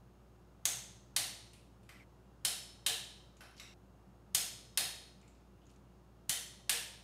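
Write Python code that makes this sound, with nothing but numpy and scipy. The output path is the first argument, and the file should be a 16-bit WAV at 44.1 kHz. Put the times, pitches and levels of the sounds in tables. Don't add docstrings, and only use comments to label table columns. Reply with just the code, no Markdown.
import sys
import numpy as np
from scipy import signal
from scipy.fft import rfft, irfft
from scipy.io import wavfile
from scipy.ndimage import uniform_filter1d

SR = 44100
rng = np.random.default_rng(int(sys.argv[2]) if len(sys.argv) > 2 else 0)


def voltage_ratio(level):
    return 10 ** (np.asarray(level, float) / 20)


def master_out(mix):
    frames = np.transpose(np.atleast_2d(mix))
    ceiling = np.clip(frames, -1, 1)
    pcm = np.round(ceiling * 32767).astype(np.int16)
    wavfile.write(sys.argv[1], SR, pcm)


N = 310023
BLOW_SIZE, LEAD = 4096, 200
BLOW_HZ = np.fft.rfftfreq(BLOW_SIZE, 1 / SR)

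# [t/s, peak level/dB, rattle length/ms, room share/dB, thud level/dB]
CLICKS = [
    (0.6538, -22.5, 4.8, -2, -11.5),
    (1.163, -24.5, 5.9, -0.8, -10),
    (2.449, -25.5, 5.9, -0.52, -13.5),
    (2.8629, -26, 6.1, 1.38, -12.5),
    (4.3472, -23, 4.8, -1.6, -13.5),
    (4.774, -24.5, 5.4, -1, -12.5),
    (6.2938, -26.5, 5.5, 0.02, -13.5),
    (6.6942, -24.5, 5.4, -0.23, -17),
]


def shape(points, hz):
    f, db = np.transpose(points)
    return voltage_ratio(np.interp(np.log(hz + 1), np.log(f), db))


def walk(rate):
    hold = int(SR / rate)
    steps = np.repeat(rng.standard_normal(N // hold + 1), hold)
    return 1.2 * uniform_filter1d(uniform_filter1d(steps, hold), hold)[:N]


def background():
    # [f/Hz, level/dB per Hz]
    air_colour = [(50, -45.5), (85, -10), (113, -2.5), (141, -9.5), (200, -3), (228, -15.5), (284, -10),
                  (317, -14), (361, -15), (450, -16), (761, -18.5), (1320, -23.5), (2000, -33.5),
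                  (2770, -35), (16000, -46.5)]
    # [f/Hz, level/dB, wander/Hz]
    hum = [(58.6, -65, .1), (117, -71, 5), (192, -83, 8), (361.5, -76, 6.9), (6550, -94.5, 64),
           (2790, -93, 25), (5250, -99, 28)]
    hz = np.fft.rfftfreq(N, 1 / SR)
    noise = rfft(rng.standard_normal(N)) * shape(air_colour, hz)
    air = 0
    for octave in np.arange(5, 15):
        band = irfft(noise * np.clip(1 - abs(np.log2(hz + 1) - octave), 0, 1), N)
        air = air + band * voltage_ratio(0.23 * walk(0.713) + 0.23 * walk(11))
    lines = 0
    for f, db, wander in hum:
        level = voltage_ratio(db + wander ** 0.1 * walk(34))
        phase = 2 * np.pi * np.cumsum(f + wander * walk(25)) / SR
        lines = lines + level * np.sin(phase)
    return voltage_ratio(-63.5) * air / air.std() + np.sqrt(2) * lines


def resonance(hz, centre_hz, width_hz):
    return 1j * hz * width_hz / (centre_hz ** 2 - hz ** 2 + 1j * hz * width_hz)


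def causal(gain):
    cepstrum = irfft(np.log(gain + 1e-6))
    half = len(cepstrum) // 2
    cepstrum[1:half] *= 2
    cepstrum[half + 1:] = 0
    return np.exp(rfft(cepstrum))


def blow(peak_db, rattle_ms, rise_ms, wet_db, colour, slip_db):
    ms = (np.arange(BLOW_SIZE) - LEAD) / SR * 1000
    chance = rng.standard_normal((2, BLOW_SIZE))
    swell = np.clip(ms / rise_ms, 0, 1) * np.exp(-(np.maximum(ms, 0) / rattle_ms) ** 0.93)
    slip = voltage_ratio(slip_db) * (ms > -3.5) * (ms < 0)
    contact = rfft(chance[0] * voltage_ratio(3.5 * chance[1]) * swell)
    beam = 1j * BLOW_HZ / (1200 + 1j * BLOW_HZ)
    beam = beam * voltage_ratio(-22 * np.clip((BLOW_HZ - 15300) / 1200, 0, 2))
    evenness = np.sqrt(uniform_filter1d(abs(contact) ** 2, size=60))
    near = irfft(contact * beam * colour / evenness) * (ms >= 0)
    near += irfft(rfft(chance[1] * slip) * beam * colour) / np.sqrt(SR / 1000)
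    far = voltage_ratio(wet_db) * np.roll(irfft(colour), shift=LEAD)
    peak = np.sqrt(uniform_filter1d(near ** 2, size=88).max())
    return voltage_ratio(peak_db) * np.array([near, far]) / peak


def add(out, s, y):
    i = int(s * SR) - LEAD
    out[:, i:i + y.shape[1]] += y[:, :N - i]


def strikes(rows, crack, rings, ring_db, rise_ms, slip_db):
    # [f/Hz, level/dB per Hz]
    thud = [(70, -27), (115, -3), (200, -6), (330, -7.5), (460, -5), (700, 2.49), (1000, -2), (1500, -6.5),
            (2500, -27.5)]
    out = np.zeros((2, N))
    for (s, peak_db, rattle_ms, wet_db, thud_db), modes in zip(rows, rings):
        tube = 0
        for f, width, db in modes:
            tube = tube + voltage_ratio(2 * db) * abs(resonance(BLOW_HZ, f, width * (1 + f / 9000))) ** 2
        power = shape(crack, BLOW_HZ) ** 2
        power = power + voltage_ratio(2 * ring_db) * tube / (1 + (BLOW_HZ / 14600) ** 14)
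        power = power + (voltage_ratio(thud_db) * shape(thud, BLOW_HZ)) ** 2
        add(out, s, blow(peak_db, rattle_ms, rise_ms, wet_db, causal(np.sqrt(power)), slip_db))
    return out


def wrench_clicks():
    # [f/Hz, level/dB per Hz]
    cracks = [
        [(820, -47), (1400, -11.5), (2400, -12), (3300, -11), (4700, -9.5), (6000, -9), (11600, -13.5),
         (15600, -30)],
        [(820, -49), (1400, -24), (2300, -14), (3400, -9), (4600, -10), (7200, -11.5), (12500, -19.5),
         (15600, -39.5)],
    ]
    # [f/Hz, width/Hz, level/dB]
    break_rings = [
        [(2070, 220, -11), (3464, 600, -4), (6400, 180, 3.5), (6900, 550, -6), (8080, 120, -0.5),
         (8711, 1000, -5.5), (13600, 1800, -11.5)],
        [(3100, 80, -3.5), (3140, 400, -5), (3855, 66, 0.5), (4340, 150, -2.5), (5218, 86, -3.5),
         (9150, 150, -5), (10000, 1100, -6), (7900, 950, -8)],
        [(2320, 580, -13), (3300, 420, -1.5), (4318, 100, -1.5), (5120, 150, 0), (6600, 400, -1),
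         (8270, 200, 0.5), (9550, 250, 0), (12000, 700, -6), (14300, 1200, -13)],
        [(1934, 126, -4), (3096, 98, 0.5), (3250, 310, -2.5), (4330, 326, -6), (6170, 150, -1.5),
         (7660, 900, -5), (9730, 325, 0), (13200, 1200, -9)],
    ]
    # [f/Hz, width/Hz, level/dB]
    reset_rings = [
        [(1950, 400, -6.5), (3010, 370, -4), (3800, 220, -2), (4350, 300, -1), (6040, 1500, -6.5),
         (8660, 250, -1), (9830, 200, -1), (12100, 900, -9.5)],
        [(1720, 120, -5.5), (2930, 280, -2.5), (3172, 80, 1.5), (3840, 270, 1.5), (8600, 170, -4),
         (7400, 1800, -11), (9740, 150, -3.5), (13040, 1400, -14.5)],
        [(1810, 286, -7.5), (2616, 300, -8.5), (3260, 300, -6.5), (3762, 57, 2), (4275, 80, 0.5),
         (5072, 160, -3.5), (6600, 150, -6.5), (8590, 210, -4), (9840, 270, -2.5), (12500, 1200, -11)],
        [(1722, 162, -6.5), (3057, 800, -5.5), (5300, 78, -12), (8650, 454, -6), (9610, 380, -9),
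         (12800, 400, -10)],
    ]
    breaks = strikes(CLICKS[::2], cracks[0], break_rings, ring_db=0.91, rise_ms=0.93, slip_db=-41)
    resets = strikes(CLICKS[1::2], cracks[1], reset_rings, ring_db=0.93, rise_ms=0.78, slip_db=-54.5)
    return breaks + resets


def room(size=65536):
    # [f/Hz, t60/s]
    decay = [(120, 1.0), (400, 1), (900, 0.64), (1800, 0.66), (3200, 0.61), (5000, 0.6817), (7500, 0.53),
             (10500, 0.525), (15000, 0.29)]
    t, hz = np.arange(size) / SR, np.fft.rfftfreq(size, 1 / SR)
    grains = rng.standard_normal((2, size))
    noise = rfft(grains[0] * voltage_ratio(4 * grains[1] * np.exp(-t / 0.04)))
    f, t60 = np.transpose(decay)
    tail = 0
    for octave in np.arange(6, 14.5, 0.5):
        band = irfft(noise * np.clip(1 - 2 * abs(np.log2(hz + 1) - octave), 0, 1))
        tail = tail + band * voltage_ratio(-60 * t / np.interp(octave, np.log2(f), t60))
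    build = 1 - np.exp(-(t / 0.022) ** 2)
    early = voltage_ratio(7) * np.clip(t / 0.014, 0, 1) * np.exp(-t / 0.0097)
    return voltage_ratio(-30) * tail * (build + early)


def echoes(far):
    joins = [2.039, 3.739, 5.557]
    echo, out = room(), np.zeros(N)
    edges = [0] + [int(s * SR) for s in joins] + [N]
    for a, b in zip(edges, edges[1:]):
        out[a:b] = signal.fftconvolve(far[a:b], echo)[:b - a]
    return out


def singing():
    # [f/Hz, t60/s, level after break/dB, level after reset/dB]
    modes = [
        [(461, .55, -61, -55), (3130, 0.6, -62.5, -60), (3752, .6, -57.5, -50), (4250, .6, -56.5, -60),
         (6270, .5, -53, -68)],
        [(454, 0.58, -56, -54), (715, .5, -54, -58), (3090, 0.77, -53.5, -49), (3752, 0.88, -53, -53),
         (4100, 0.72, -58, -51), (4266, .5, -50, -57.5), (5280, 0.84, -47, -54)],
        [(471, 0.66, -64.5, -55.5), (720, 0.5, -67, -56.5), (3170, 0.6, -63.5, -48), (3784, 0.91, -53.5, -54.5),
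         (4300, 0.69, -51.5, -47), (4377, .55, -59, -57), (4985, .5, -50, -52), (5250, 0.78, -48.5, -56.5)],
        [(468.8, 0.68, -64, -57), (910, 0.61, -78, -55.5), (3057, .65, -51, -62.5), (3680, .7, -49, -49.5),
         (4200, 1.28, -59, -65), (4350, .45, -54, -50.5), (5350, 1.0, -58, -60)],
    ]
    swell_cycles, flutter_db = 22, 6.5
    out, flutter = np.zeros(N), voltage_ratio(flutter_db * walk(40))
    starts = [int(row[0] * SR) for row in CLICKS] + [N]
    for k, (a, b) in enumerate(zip(starts, starts[1:])):
        t = np.arange(b - a) / SR
        for (f, t60, *db), turn in zip(modes[k // 2], rng.random(9)):
            beats = flutter[int(turn * N / 2):][:b - a] ** ((500 / f) ** 0.3)
            swell = 1 - np.exp(-(t * f / swell_cycles) ** 2)
            fade = voltage_ratio(db[k % 2] - 60 * t / t60)
            out[a:b] += fade * beats * swell * np.sin(2 * np.pi * (f * t + turn))
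    return out


def jerks():
    # [t/s, level/dB, f/Hz, length/ms]
    bumps = [
        (0.656, -51, 129.7, 7.7),
        (1.169, -58.5, 125, 46),
        (2.453, -53.5, 130, 15),
        (2.87, -58.5, 120, 15),
        (4.35, -49, 110, 10),
        (6.297, -45, 140, 5.1),
        (6.70, -65, 120, 9.9),
        (0.784, -54, 123, 28),
        (0.918, -56.5, 108, 34),
        (2.999, -59, 121, 33),
    ]
    t, out = np.arange(N) / SR, np.zeros(N)
    for s, db, hz, ms in bumps:
        bump = np.exp(-((t - s) * 1000 / ms) ** 2)
        out += voltage_ratio(db) * bump * np.sin(2 * np.pi * hz * (t - s))
    return out


def ticks():
    # [t/s, peak level/dB, ring f/Hz, ring width/Hz, room share/dB]
    touches = [(1.533, -58, 9300, 4000, 0.5), (1.832, -72, 8500, 6000, 2.5), (1.958, -59, 2040, 299, -6),
               (1.999, -60.5, 2190, 250, -7), (3.368, -65.5, 6740, 2500, 0), (3.435, -62, 4050, 1200, 2.5),
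               (3.510, -71, 9500, 2500, -7), (3.566, -63.5, 5530, 2500, 7.5), (3.579, -57.5, 4620, 2000, 0),
               (3.632, -54.5, 3800, 400, -1.5), (3.718, -63, 2120, 300, -4.5),
               (5.214, -67.5, 7200, 2500, -5), (5.228, -69, 2270, 800, 1), (5.278, -66.5, 7400, 1800, -0.5),
               (5.350, -75, 5000, 2020, 0.5), (5.617, -75, 3100, 900, 3), (5.655, -74, 6700, 900, -6),
               (5.667, -67, 6600, 1300, -6), (5.694, -71, 5500, 2000, -3), (5.701, -67.5, 6500, 4000, -9),
               (5.713, -70.5, 8800, 1500, -10), (5.738, -75, 4600, 5000, -10),
               (5.76, -70.5, 7000, 2500, -15.5)]
    # [f/Hz, level/dB per Hz]
    thin_crack = [(1000, -22), (2500, 15.5), (6000, 4), (12000, -2), (16000, -39.5)]
    out = np.zeros((2, N))
    for s, peak_db, ring_hz, width_hz, wet_db in touches:
        crack_db = -25 + 9 * np.log2(width_hz / 1000)
        ring = abs(resonance(BLOW_HZ, ring_hz, width_hz)) ** 3
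        colour = causal(voltage_ratio(crack_db) * shape(thin_crack, BLOW_HZ) + ring)
        add(out, s, blow(peak_db + 0.5, 4.2, 0.26, wet_db, colour, slip_db=-60))
    return out


def socket_knocks():
    # [t/s, peak level/dB, rattle length/ms, room share/dB, thud level/dB]
    knocks = [
        (1.8908, -53.5, 5.5, 1.62, -9),
        (3.4067, -52, 6.5, 2.4, -1.5),
        (3.5979, -46.5, 4.6, 1.1, -13),
    ]
    # [f/Hz, width/Hz, level/dB]
    rings = [
        [(1700, 440, -14), (2040, 100, -2.5), (2380, 250, -7.5), (3100, 67, -6), (5070, 36, -19),
         (8300, 720, -17), (11800, 500, -19), (12800, 39, -14.5)],
        [(1500, 226, 2.5), (2090, 150, -10), (2630, 100, -0.5), (3104, 25, 5), (5340, 224, -5.5),
         (8000, 700, -20.5), (9460, 160, -10), (11130, 300, -11), (12400, 65, -19)],
        [(2130, 100, 1), (2704, 190, 0), (3800, 137, 1.5), (5570, 226, -2), (6500, 92, -16), (7660, 60, -1.5),
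         (8600, 1200, -22), (10800, 1160, -18), (14900, 200, -22)],
    ]
    # [f/Hz, level/dB per Hz]
    crack = [(710, -34), (1200, -5), (2400, -8), (3400, -13), (5400, -13.5), (6900, -23), (12500, -33),
             (16000, -48)]
    return strikes(knocks, crack, rings, ring_db=2.0, rise_ms=0.45, slip_db=-45)


def scene():
    near, far = wrench_clicks() + ticks() + socket_knocks()
    out = background() + echoes(far) + singing() + jerks()
    soft_top = np.clip((15900 - np.fft.rfftfreq(N, 1 / SR)) / 250, 0, 1) ** 2
    out = near + irfft(rfft(out) * soft_top, N)
    return np.array([out, out])


def top_cut(x):
    return signal.sosfilt(signal.butter(12, 16830, fs=SR, output="sos"), x)


def record(dry):
    return top_cut(dry)


dry = scene()
out = record(dry)
master_out(out)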